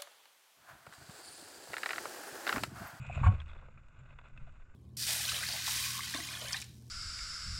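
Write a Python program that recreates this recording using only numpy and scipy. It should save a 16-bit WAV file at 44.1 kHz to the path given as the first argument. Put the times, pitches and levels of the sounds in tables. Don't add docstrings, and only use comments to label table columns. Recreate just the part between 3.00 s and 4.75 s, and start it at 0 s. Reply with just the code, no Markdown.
import sys
import numpy as np
from scipy import signal
from scipy.fft import rfft, irfft
from scipy.io import wavfile

SR = 44100
rng = np.random.default_rng(int(sys.argv[2]) if len(sys.argv) > 2 else 0)


def digitize_waveform(pressure):
    field = np.atleast_2d(pressure).T
    bounded = np.clip(field, -1, 1)
    quanta = np.round(bounded * 32767).astype(np.int16)
    wavfile.write(sys.argv[1], SR, quanta)


N = 77175

# time_s, level_db
RUB_PRESSURE = [(0, -60), (.08, -56), (.145, -50.5), (.17, -53.5), (.225, -49.5), (.265, -41.5),
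                (.29, -55.5), (.335, -56), (.385, -63), (.45, -71), (.495, -56.5), (.525, -66), (.6, -64.5),
                (.74, -72.5), (.95, -70), (1.02, -67), (1.09, -63.5), (1.17, -73), (1.23, -69.5),
                (1.255, -59.5), (1.29, -64), (1.32, -70), (1.45, -69.5), (1.485, -61), (1.515, -71.5),
                (1.61, -67), (1.64, -74), (1.75, -72.5)]
# frequency_hz, gain_db
CASE_COLOUR = [(60, -40), (230, -18.5), (340, -9.5), (460, -5), (570, 2.5), (780, -2.5), (1100, 3),
               (1520, 5.5), (1780, -7.5), (2080, 0.5), (2280, -4), (2520, 2), (2850, -5.5), (3200, -15),
               (3500, -9.5), (4400, -24), (5200, -30), (6450, -33), (6950, -24.5), (7500, -37.5),
               (8050, -25.5), (8800, -49.5)]
# time_s, level_db
SWISH_LEVEL = [(0, -58.5), (.09, -57), (.12, -52.5), (.148, -46.5), (.172, -54.5), (.22, -67), (.33, -84),
               (.45, -99.5)]
# time_s, level_db
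SIZZLE_LEVEL = [(0, -74.5), (.09, -75), (.15, -68), (.2, -77.5), (.245, -67.5), (.275, -60), (.295, -81.5),
                (.34, -78), (.42, -98)]
# frequency_hz, gain_db
SIZZLE_COLOUR = [(5500, -22), (6500, -20), (6900, 8.5), (7500, 2.5), (8050, 1), (8500, -25.5),
                 (9200, -27.5)]
# start_s, decay_s, level_db, tilt_db_per_octave
SNAGS = [(0.066, 0.0057, -54.5, 10.5), (.1505, 0.00091, -47, -7), (0.1614, 0.00088, -54.5, 4),
         (0.317, 0.015, -44.5, -13.5), (0.334, 0.0027, -60, -10.5), (0.403, 0.0036, -46.5, 3),
         (0.416, 0.0073, -53, 3), (0.461, 0.0015, -54.5, 4.5), (0.4794, 0.01, -58.5, 4.5),
         (.498, 0.0031, -64, 4), (0.532, .004, -53, 2), (0.5566, 0.012, -54.5, -7.5),
         (.623, 0.019, -57.5, -7.5), (.684, 0.0043, -49, -7), (0.774, 0.013, -58, -3.5),
         (0.884, .004, -64.5, 8), (1.1871, 0.0057, -47.5, -0.5), (1.2133, 0.0038, -55, -0.5),
         (1.285, 0.002, -65, 13), (1.3752, 0.0028, -47.5, 1), (1.4931, 0.0016, -58, 1),
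         (1.523, 0.0034, -69, 12), (1.643, 0.002, -80, -5)]
# start_s, decay_s, pitch_hz, level_db
CRACKLES = [(0.401, 0.0025, 3260, -44), (0.486, 0.014, 3500, -61), (.499, 0.0099, 3400, -62),
            (0.531, 0.0038, 3550, -59), (0.574, 0.018, 3520, -70), (.7752, 0.0027, 2430, -54),
            (.988, 0.0096, 7200, -72.5), (1.188, 0.0023, 3400, -61.5), (1.376, 0.0064, 2570, -54)]
# start_s, decay_s, level_db
SCRAPES = [(0.2332, 0.0086, -39.5), (0.2458, 0.012, -35.5), (0.2603, 0.0089, -37), (0.2681, 0.0022, -31.5),
           (0.276, 0.009, -41.5), (0.299, .016, -51)]
# pitch_hz, width_hz, relative_level_db
CASE_MODES = [(744, 20, 6.5), (919, 18, -1), (1102, 22, 8.5), (1300, 97, -7.5), (1424, 50, -1.5),
              (1560, 70, -12.5), (2272, 110, -8), (2980, 50, -9.5)]
# start_s, length_s, starting_pitch_hz, share_of_pitch_lost (0-1), level_db
SQUEAKS = [(.0975, .011, 757, 0.22, -36.5), (0.1757, 0.0097, 735, 0.23, -38.5),
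           (0.2321, 0.0134, 905, 0.01, -33.5), (0.2361, 0.017, 1093, 0, -29.5),
           (0.2654, 0.012, 1070, 0, -29.5), (1.473, 0.014, 719, .15, -58)]
# start_s, contact_s, force_db
NUDGES = [(.002, 0.0049, -43.5), (0.1182, 0.0028, -48), (0.1657, 0.0053, -33.5), (0.2129, 0.0039, -30),
          (0.2425, 0.0087, -25.5), (0.2629, 0.0065, -27), (0.344, 0.0086, -36), (.775, 0.0036, -58.5),
          (1.38, 0.0031, -53)]
# pitch_hz, t60_s, relative_level_db
MOUNT_MODES = [(60.3, .4, -12), (75.3, 0.83, 1), (91.4, .28, 1.5), (128.7, 0.26, 3.5), (193.3, .22, -12.5),
               (211.6, 0.18, -12.5)]
# time_s, level_db
SHUDDER_LEVEL = [(0, -43), (.14, -46.5), (.3, -40.5), (.45, -65), (.7, -56), (.9, -65.5), (1.05, -55.5),
                 (1.3, -63), (1.42, -56.5), (1.75, -72.5)]
# frequency_hz, gain_db
SHUDDER_COLOUR = [(30, -23), (70, 2.5), (100, -1), (135, 4.5), (165, -15.5), (210, -11.5), (280, -35),
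                  (600, -68)]
# time_s, level_db
RUMBLE_LEVEL = [(0, -61), (.2, -45.5), (.32, -38), (.4, -46.5), (.51, -43), (.62, -54), (1.3, -54.5),
                (1.4, -47.5), (1.5, -52), (1.75, -52)]
# frequency_hz, gain_db
RUMBLE_COLOUR = [(8, 2), (20, 3.5), (40, -4.5), (70, -11.5), (150, -24), (300, -34), (1000, -61.5)]
# frequency_hz, gain_db
HISS_COLOUR = [(200, 17), (450, 9.5), (600, 8), (800, 0.5), (1500, 16), (1800, -0.5), (2500, -25.5),
               (3200, -29), (3600, -40), (4600, -14), (6400, -14), (7000, -2), (8100, -19), (9000, -43)]

SLIPS_PER_S, SLIP_SPREAD_DB, RUB_FLUTTER_DB = 3200, 2, 3.5
SWISH_HZ, SWISH_WIDTH_HZ = 2500, 310
CRACKLE_WIDTH_HZ = 320
SCRAPE_DRY_DB, SCRAPE_SOFT_HZ = -13.5, 2670
SQUEAK_JITTER, SQUEAK_FLUTTER_DB, SQUEAK_RISE_S = .075, 0.5, 0.00083
SHOVE_S, SHOVE_DB, SHOVE_ATTACK_S, SHOVE_HOLD_S, SHOVE_RELEASE_S = .2556, -15.5, 0.011, 0.035, 0.023
SLACK_HZ, TIGHT_HZ, TIGHTEN_S, SHOVE_OCTAVE_DB = 62.4, 98.3, 0.034, -19.5
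MOUNT_LOW_HZ = 47
HISS_DB = -71.5
NULL_HZ, NULL_WIDTH_HZ = 3160, 110
TOP_HZ = 8700


def undb(db):
    return 10 ** (np.asarray(db) / 20)


def unit(x):
    return x / np.sqrt(np.mean(x ** 2) + 1e-30)


def times():
    return np.arange(N) / SR


def fader(rows):
    return undb(np.interp(times(), *np.array(rows).T))


def colour(x, points, tilt_db=0):
    size = 8192
    hz, db = np.array(points, float).T
    octave = np.log2(np.maximum(np.arange(size // 2 + 1) * SR / size, 1))
    tilt = tilt_db * np.clip(octave, np.log2(hz[0]), np.log2(hz[-1]))
    gain = undb(np.interp(octave, np.log2(hz), db) + tilt)
    cepstrum = irfft(np.log(gain))
    cepstrum[1:size // 2] *= 2
    cepstrum[size // 2 + 1:] = 0
    response = irfft(np.exp(rfft(cepstrum)))
    response = response / np.linalg.norm(response)
    return signal.fftconvolve(x, response)[:len(x)]


def noise(points):
    return unit(colour(rng.standard_normal(2 * N), points)[N:])


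def band(x, hz, width):
    return signal.lfilter(*signal.iirpeak(hz, hz / width, fs=SR), x)


def walk(rate):
    return np.interp(times() * rate, np.arange(N), rng.standard_normal(N))


def burst(start, decay):
    age = times() - start
    return (age >= 0) * np.exp(-np.maximum(age, 0) / decay)


def slips():
    size_db = SLIP_SPREAD_DB * np.minimum(rng.exponential(size=N), 4)
    clicks = undb(size_db) * rng.choice([-1, 1], N)
    return unit(clicks * (rng.random(N) < SLIPS_PER_S / SR))


def coat():
    pressure = fader(RUB_PRESSURE) * undb(RUB_FLUTTER_DB * walk(120))
    rub = colour(slips() * pressure, CASE_COLOUR)

    swish = band(slips(), SWISH_HZ, SWISH_WIDTH_HZ)
    swish = unit(band(swish, SWISH_HZ, SWISH_WIDTH_HZ)) * fader(SWISH_LEVEL)

    tips = slips() * undb(3 * walk(170))
    sizzle = unit(colour(tips, SIZZLE_COLOUR)) * fader(SIZZLE_LEVEL)

    tufts = rng.standard_normal(N)
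    snags = 0
    for start, decay, db, tilt in SNAGS:
        snags = snags + colour(tufts * burst(start, decay) * undb(db), CASE_COLOUR, tilt)
    return rub + swish + sizzle + snags


def crackles():
    grains = slips()
    out = 0
    for start, decay, hz, db in CRACKLES:
        cluster = band(grains * burst(start, decay), hz, CRACKLE_WIDTH_HZ)
        out = out + undb(db) * band(cluster, hz, CRACKLE_WIDTH_HZ)
    return out * np.sqrt(SR / 2 / CRACKLE_WIDTH_HZ)


def scrapes():
    force = slips() * sum(burst(start, decay) * undb(db) for start, decay, db in SCRAPES)
    cushion = signal.butter(4, SCRAPE_SOFT_HZ, fs=SR, output="sos")
    cushioned = signal.sosfilt(cushion, force)
    ring = sum(undb(db) * band(cushioned, hz, width) for hz, width, db in CASE_MODES)
    return unit(ring) * np.std(force) + undb(SCRAPE_DRY_DB) * colour(force, CASE_COLOUR)


def squeaks():
    out, t = 0, times()
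    for start, length, start_hz, sag, db in SQUEAKS:
        gone = np.clip((t - start) / length, 0, 1)
        hz = start_hz * (1 - sag * gone) * (1 + SQUEAK_JITTER * walk(1200))
        phase = 2 * np.pi * np.cumsum((t > start) * hz) / SR
        rise = np.clip((t - start) / SQUEAK_RISE_S, 0, 1)
        level = undb(db + SQUEAK_FLUTTER_DB * walk(400))
        out = out + rise * (1 - gone ** 3) * level * np.sin(phase)
    return out


def shove():
    age = np.maximum(times() - SHOVE_S, 0)
    hz = SLACK_HZ + (TIGHT_HZ - SLACK_HZ) * np.minimum(age / TIGHTEN_S, 1)
    phase = 2 * np.pi * np.cumsum(hz * (age > 0)) / SR
    attack = np.sin(np.pi / 2 * np.minimum(age / SHOVE_ATTACK_S, 1)) ** 2
    release = np.exp(-np.maximum(age - SHOVE_HOLD_S, 0) / SHOVE_RELEASE_S)
    tone = np.sin(phase) + undb(SHOVE_OCTAVE_DB) * np.sin(2 * phase)
    return -undb(SHOVE_DB) * attack * release * tone


def mount():
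    t = times()
    force = 0
    for start, contact, db in NUDGES:
        push = np.sin(np.pi * np.clip((t - start) / contact, 0, 1)) ** 2
        force = force + undb(db) * push / push.sum()
    ring = 0
    for hz, t60, db in MOUNT_MODES:
        ring = ring + undb(db) * np.sin(2 * np.pi * hz * t) * np.exp(-np.log(1000) * t / t60)
    low_cut = signal.butter(2, MOUNT_LOW_HZ, "high", fs=SR, output="sos")
    thuds = signal.sosfiltfilt(low_cut, signal.fftconvolve(force, ring)[:N])
    return thuds + noise(SHUDDER_COLOUR) * fader(SHUDDER_LEVEL)


def rumble():
    return fader(RUMBLE_LEVEL) * noise(RUMBLE_COLOUR)


def hiss():
    return undb(HISS_DB) * noise(HISS_COLOUR)


def scene():
    contact = coat() + crackles() + scrapes() + squeaks() + shove() + mount()
    return (contact + rumble() + hiss())[None]


def record(dry):
    notched = dry - band(dry, NULL_HZ, NULL_WIDTH_HZ)
    top_cut = signal.ellip(8, .2, 70, TOP_HZ, fs=SR, output="sos")
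    return signal.sosfilt(top_cut, notched)


dry = scene()
out = record(dry)
digitize_waveform(out)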